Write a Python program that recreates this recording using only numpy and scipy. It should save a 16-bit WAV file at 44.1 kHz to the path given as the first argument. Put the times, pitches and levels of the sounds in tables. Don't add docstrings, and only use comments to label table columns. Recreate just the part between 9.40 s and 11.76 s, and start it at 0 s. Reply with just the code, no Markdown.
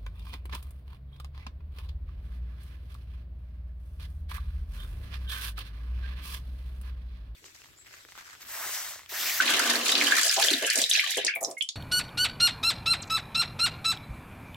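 import sys
import numpy as np
from scipy import signal
from scipy.fft import rfft, irfft
from scipy.io import wavfile

SR = 44100
rng = np.random.default_rng(int(sys.argv[2]) if len(sys.argv) > 2 else 0)


def transcribe(signal):
    frames = np.atleast_2d(signal).T
    limited = np.clip(frames, -1, 1)
    pcm = np.round(limited * 32767).astype(np.int16)
    wavfile.write(sys.argv[1], SR, pcm)


N = 103987
TIME = np.arange(N) / SR

# (time [s], level of large bubbles [dB], level of small bubbles [dB], level of spray [dB])
CHURN_LEVELS = [(0,-30.5,-35.5,-42.5),(.18,-28,-33,-38),(.31,-31,-34.5,-39.5),(.39,-35,-41,-46),(.46,-38,-29,-38),(.54,-32.5,-31,-41),(.68,-33.5,-31,-40.5),(.76,-24,-35,-38.5),(.84,-35,-31,-36.5),(1.07,-30,-36,-36.5),(1.2,-36,-41,-43.5),(1.29,-25,-40,-48.5),(1.33,-29.5,-40.5,-42.5),(1.41,-34,-29,-31.5),(1.48,-42.5,-42,-49),(1.56,-30.5,-29,-45),(1.63,-30.5,-38.5,-48),(1.72,-33.5,-34.5,-44),(1.83,-34.5,-42.5,-71),(1.89,-22.5,-54,-90),(1.99,-43,-109.5,-98),(2.35,-100,-48,-87)]
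# (pitch [Hz], level per pitch class [dB])
BUBBLE_SPECTRUM = [(800,-19),(1200,-12),(1650,-2.5),(2000,-8.5),(2600,-2.5),(4000,-1.5),(5500,-2),(7000,0.5),(10000,-8),(14500,-7)]
# (time [s], lowest pitch [Hz])
LOWEST_PITCH = [(0, 750), (.85, 1040), (1.25, 1480), (2.3, 1880)]
# (frequency [Hz], relative level [dB])
SPRAY_SPECTRUM = [(500,-43.5),(1200,-35.5),(1900,-41),(5000,14),(12500,10),(16000,-48.5)]
# (time [s], level [dB], pitch [Hz], cycles to the peak [count], left over right [dB])
LOUD_BUBBLES = [(.0005,-11.5,1465,3.75,-0.5),(0.195,-24,1470,8.2,-9),(0.355,-17,4270,4.5,-8),
                (0.5216,-12.5,3640,4.6,-1),(0.612,-10.5,2180,1.6,-5),(0.668,-16.5,2960,4.9,-10),(0.7196,-13.5,1653,5.2,-10),
                (0.895,-9.5,4850,3,-3),(1.026,-18,4100,3,12),(1.084,-11,3250,2.2,9),
                (1.1041,-13,4010,3.7,-2),(1.133,-17,4280,2.8,2),(1.137,-10.5,3670,2.5,4),(1.2467,-16.5,2750,3.1,-3),(1.3,-15.5,4350,1.9,4),
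                (1.4393,-10.5,3680,2,0),(1.5127,-9,3490,2,2),
                (1.5357,-12.5,5870,4,-2),(1.5512,-15.5,2530,4,-6),(1.5938,-12,2210,3.3,-2),(1.633,-37.5,1130,6.6,-13),(1.66,-46,1060,5.6,-8.5),(1.6628,-21.5,3010,3.8,8.5),
                (1.869,-14,4550,2.4,5),(1.8825,-21.5,2160,10,-2),(1.9373,-23,2364,5.3,4),(1.958,-22.5,2210,5.5,1),
                (2.0377,-21.5,6500,4.2,-6),(2.0479,-18,5420,3,4),(2.167,-34,2066,13,-8),
                (2.209,-18.5,3190,3.8,-15.5),(2.2181,-26.5,2937,11.3,14),(2.22,-40,2980,53,-5.5),(2.2894,-21.5,3450,1.2,-3)]
# (start [s], level [dB], time to the peak [s], centre [Hz])
SPLASH_BURSTS = [(0.074,-21,0.0044,3040),(0.133,-21.5,0.0089,2870),(0.297,-22,0.0044,4440),(.492,-17,0.0017,2870),(0.551,-18,0.0028,3480),(0.829,-24.5,0.0049,5970),(.878,-23.5,.003,5800),(0.963,-20.5,0.0034,4600),(1,-40,0.001,6500),(1.025,-17,0.0019,3570),(1.036,-16.5,0.0029,4500),
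                 (1.261,-25.5,0.0053,7730),(1.301,-15.5,0.0013,7000),(1.356,-17.5,.002,7000),(1.376,-21,0.0015,7650),(1.398,-43,0.0039,5000),(1.416,-17,0.0018,6500),(1.494,-21.5,0.0049,8000),(1.593,-26.5,.004,2560),(1.601,-31.5,0.002,9000),(1.756,-33,0.0016,7900),(1.769,-28,0.0046,8250),(1.8476,-20,0.0016,6670),(1.865,-19.5,0.0017,4800),(1.95,-33.5,0.0045,12400),
                 (2.006,-37,0.006,9450),(2.027,-29.5,0.0033,9000),(2.046,-24.5,0.0013,5760),(2.102,-44,0.0013,9300),(2.111,-34,0.0016,6600),(2.177,-45.5,0.0065,8300),(2.2235,-30.5,0.0007,7220),(2.288,-27,0.0017,5200)]
# (time [s], level [dB])
DRUMMING_LEVEL = [(0,-42.5),(.15,-37.5),(.36,-37),(.48,-40.5),(.62,-37),(.73,-41),(.8,-47),(.9,-82)]
# (frequency [Hz], relative level [dB])
DRUM_SPECTRUM = [(60,-42),(95,-29),(130,-12.5),(195,-18),(240,0.5),(480,-0.5),(690,0),(800,-4.5),(1200,-1),(1700,-17)]
# (start [s], level [dB], time to the peak [s], centre [Hz])
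STEEL_SLAPS = [(0.828,-41.5,0.028,623),(0.96,-31.5,0.025,770),(1.0,-40.5,0.074,545.4),(1.106,-31,0.021,308),(1.212,-34.5,0.021,536),(1.346,-37,0.032,546),(1.374,-39,0.016,314),(1.411,-42.5,0.011,547),
               (1.503,-52,0.011,636),(1.563,-51.5,0.016,687),(1.648,-53.5,0.029,756),(1.769,-27.5,0.011,496),(1.838,-36.5,0.014,456),(1.952,-44.5,0.018,657),(2.006,-37.5,0.021,657.4),(2.056,-39.5,0.031,539),(2.088,-42.5,0.014,351)]
# (frequency [Hz], relative level [dB])
HEAVE_SPECTRUM = [(50,-29),(160,2),(400,-16)]
# (frequency [Hz], level [dB])
FLOOR_MODES = [(238,2),(288,3),(466,-3),(690,-1.5)]

LARGE_HZ, SMALL_HZ, SPRAY_HZ = 1860, 4230, 8700
START_BUBBLES_PER_S, THINNING_S = 11000, 2
BUBBLES_DB, RISE_CYCLES, SIZE_SPREAD_DB = -0.5, 3.22, 2.2
PITCH_RISE = .012
PATCHY_DB, PATCHES_PER_S = -1.5, 33
BIRTH_SPLASH_DB = -2
SHORTEST_RISE_S = .0008
WATER_LOW_CUT_HZ = 650
CLUMPS_PER_S, CLUMP_RISE_S, CLUMP_DEPTH = 120, 0.0019, 0.87
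CLUMP_BUBBLE_SHARE = 0.34
SPRAY_DB, TICKS_PER_S, TICK_SPREAD_DB = 3, 3300, 4
SPLASH_TICKS_PER_S, SPLASH_SPREAD_DB = 6000, 3.2
SPLASH_OCTAVES = 0.5
PAN_SPREAD_DB, EAR_LAG_S = 4, .00007
SLAP_HITS_PER_S, SLAP_OCTAVES = 2200, 0.41
SLAP_SKIRT_DB, SKIRT_OCTAVES = -4.5, 0.86
GULP_DB, SLAP_RING_DB, HEAVE_DB = -3, -5, -19.5
SINK_T60_S = .13
BASIN_DB, BASIN_T60_S = -7, .04
ROOM_DB, ROOM_T60_S, FIRST_ECHO_S = -6, 0.14, 0.0022
LOW_ROOM_DB, STEEL_SIDE_DB, WIDE_ABOVE_HZ = -8, -3.5, 585
AIR_DB, CUTOFF_HZ = -99, 16200


def from_db(db):
    return 10 ** (np.asarray(db) / 20)


def rms_one(x):
    return x / np.sqrt(np.mean(x ** 2) + 1e-20)


def in_time(rows):
    s, *columns = np.transpose(rows)
    return [np.interp(TIME, s, column) for column in columns]


def at_hz(points, hz):
    f, db = np.transpose(points)
    return np.interp(np.log(hz + 1e-9), np.log(f), db)


def coloured(x, points):
    hz = np.arange(N + 1) * SR / (2 * N)
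    shaped = rfft(x, 2 * N) * from_db(at_hz(points, hz))
    return rms_one(irfft(shaped)[..., :N])


def highpass(x, order, hz):
    return signal.sosfilt(signal.butter(order, hz, "high", fs=SR, output="sos"), x)


def band(x, hz, octaves):
    edges = [min(hz / 2 ** octaves, SR / 3), min(hz * 2 ** octaves, .45 * SR)]
    return signal.sosfilt(signal.butter(3, edges, "band", fs=SR, output="sos"), x + 1e-18)


def swell(u):
    u = np.maximum(u, 0)
    return (u * np.exp(1 - u)) ** 2


def panned(db):
    return from_db(np.array([db, -db]) / 2)


def air():
    noise = rng.standard_normal((2, N))
    return from_db(AIR_DB) * coloured(noise, [(40, -6.5), (10000, -15.5)])


def echoes(x, t60):
    t = TIME[:SR // 4]
    response = rng.standard_normal((2, len(t))) * from_db(-60 * t / t60) * (t > FIRST_ECHO_S)
    response = response / np.linalg.norm(response, axis=1, keepdims=True)
    return signal.fftconvolve(x, response, axes=1)[:, :x.shape[1]]


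def in_sink(x):
    both = np.tile(x.sum(0) / np.sqrt(2), (2, 1))
    basin = from_db(BASIN_DB) * echoes(x, BASIN_T60_S)
    return x + basin + from_db(ROOM_DB) * echoes(both, ROOM_T60_S)


def impacts(per_s, spread_db):
    at = np.flatnonzero(rng.random(N) < per_s / SR)
    size = rng.exponential(1, N)[at]
    sign = rng.choice([-1, 1], N)[at]
    pan = rng.standard_normal(N)[at]
    lag = rng.standard_normal(N)[at]
    rate = (per_s + 0 * TIME)[at]
    strength = sign * from_db(spread_db * np.minimum(size, 3)) / np.sqrt(rate)
    left, right = strength * panned(PAN_SPREAD_DB * pan)
    out = np.zeros((2, N))
    out[0, at] = left
    right_at = at + np.round(lag * EAR_LAG_S * SR).astype(int)
    out[1, np.clip(right_at, 0, N - 1)] = right
    return rms_one(out)


def chirp(u, cycles):
    return np.sin(2 * np.pi * cycles * u * (1 + PITCH_RISE * u))


def floor_ringing(push):
    r = from_db(-60 / (SINK_T60_S * SR))
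    top = np.array([1, 0, -1]) * (1 - r * r) / 2
    ringing = 0
    for hz, db in FLOOR_MODES:
        bottom = [1, -2 * r * np.cos(2 * np.pi * hz / SR), r * r]
        ringing = ringing + from_db(db) * signal.lfilter(top, bottom, push)
    return ringing


def steel():
    hits = coloured(impacts(SLAP_HITS_PER_S, spread_db=2.5).mean(0), DRUM_SPECTRUM)
    stream = from_db(*in_time(DRUMMING_LEVEL)) * hits
    heave = from_db(HEAVE_DB) * coloured(rng.standard_normal(N), HEAVE_SPECTRUM)
    gouts = 0
    for s, db, rise, hz in STEEL_SLAPS:
        u = (TIME - s) / rise
        skirt = from_db(SLAP_SKIRT_DB) * rms_one(band(hits, hz, SKIRT_OCTAVES))
        thud = rms_one(rms_one(band(hits, hz, SLAP_OCTAVES)) + skirt)
        gulp = from_db(GULP_DB) * chirp(u, hz * rise)
        gouts = gouts + from_db(db) * swell(u) * (thud + heave + gulp)
    out = stream + gouts + floor_ringing(stream + from_db(SLAP_RING_DB) * gouts)
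    shared, apart = echoes(np.array([out, out]), ROOM_T60_S)
    apart = highpass(apart, 2, WIDE_ABOVE_HZ)
    return out + from_db(LOW_ROOM_DB) * shared + from_db(STEEL_SIDE_DB) * np.array([apart, -apart])


def splashes():
    ticks = impacts(SPLASH_TICKS_PER_S, SPLASH_SPREAD_DB)
    out = 0
    for s, db, rise, hz in SPLASH_BURSTS:
        droplets = rms_one(band(ticks, hz, SPLASH_OCTAVES))
        out = out + from_db(db) * swell((TIME - s) / rise) * droplets
    return out


def bubble(hz, cycles, pan, splash):
    u = TIME[:SR // 4] * hz / cycles
    wet = splash * rms_one(band(rng.standard_normal(len(u)), hz, SPLASH_OCTAVES))
    ping = highpass(swell(u) * (chirp(u, cycles) + wet), 4, .7 * hz)
    return in_sink(panned(pan)[:, None] * ping)


def plinks():
    out = np.zeros((2, N + SR))
    for s, db, hz, cycles, pan in LOUD_BUBBLES:
        cycles = max(cycles, hz * SHORTEST_RISE_S)
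        ping = bubble(hz, cycles, pan, from_db(BIRTH_SPLASH_DB) / cycles)
        start = max(int(s * SR), 0)
        out[:, start:start + ping.shape[1]] += from_db(db) * ping
    return out[:, :N]


def clumps():
    starts = (rng.random(N) < CLUMPS_PER_S / SR) * rng.exponential(1, N)
    showers = rms_one(signal.fftconvolve(starts, swell(TIME / CLUMP_RISE_S))[:N])
    limited = 2 * np.tanh(np.abs(showers) / 2)
    return rms_one(1 - CLUMP_DEPTH + CLUMP_DEPTH * limited)


def runs():
    knots = rng.standard_normal(N // 100)
    place = TIME * PATCHES_PER_S + rng.random()
    drift = np.interp(place, np.arange(len(knots)), np.clip(knots, -2, 1))
    return rms_one(from_db(PATCHY_DB * drift))


def spray(fine, showers):
    ticks = coloured(impacts(TICKS_PER_S, TICK_SPREAD_DB), SPRAY_SPECTRUM)
    return in_sink(from_db(fine + SPRAY_DB) * showers * ticks)


def churn():
    large, small, fine = in_time(CHURN_LEVELS)
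    lowest, = in_time(LOWEST_PITCH)
    per_s = START_BUBBLES_PER_S * np.exp(-TIME / THINNING_S)
    showers = clumps()
    pitches = np.geomspace(800, 14500, 26)
    anchors = np.log([LARGE_HZ, SMALL_HZ, SPRAY_HZ])
    out = 0
    for hz in pitches:
        a, b, c = (np.interp(np.log(hz), anchors, weights) for weights in np.eye(3))
        level = a * large + b * small + c * fine + at_hz(BUBBLE_SPECTRUM, hz) + BUBBLES_DB
        gain = from_db(level) / (1 + (lowest / hz) ** 12)
        births = impacts(per_s * hz / pitches.sum(), SIZE_SPREAD_DB)
        births = births * gain * runs() * showers ** CLUMP_BUBBLE_SHARE
        ping = bubble(hz, RISE_CYCLES, pan=0, splash=0)
        ping = ping / np.linalg.norm(ping, axis=1, keepdims=True)
        out = out + signal.fftconvolve(births, ping, axes=1)[:, :N]
    return out + spray(fine, showers)


def scene():
    water = highpass(churn() + plinks() + in_sink(splashes()), 5, WATER_LOW_CUT_HZ)
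    return air() + steel() + water


def record(dry):
    return signal.sosfilt(signal.ellip(10, .2, 80, CUTOFF_HZ, fs=SR, output="sos"), dry)


dry = scene()
out = record(dry)
transcribe(out)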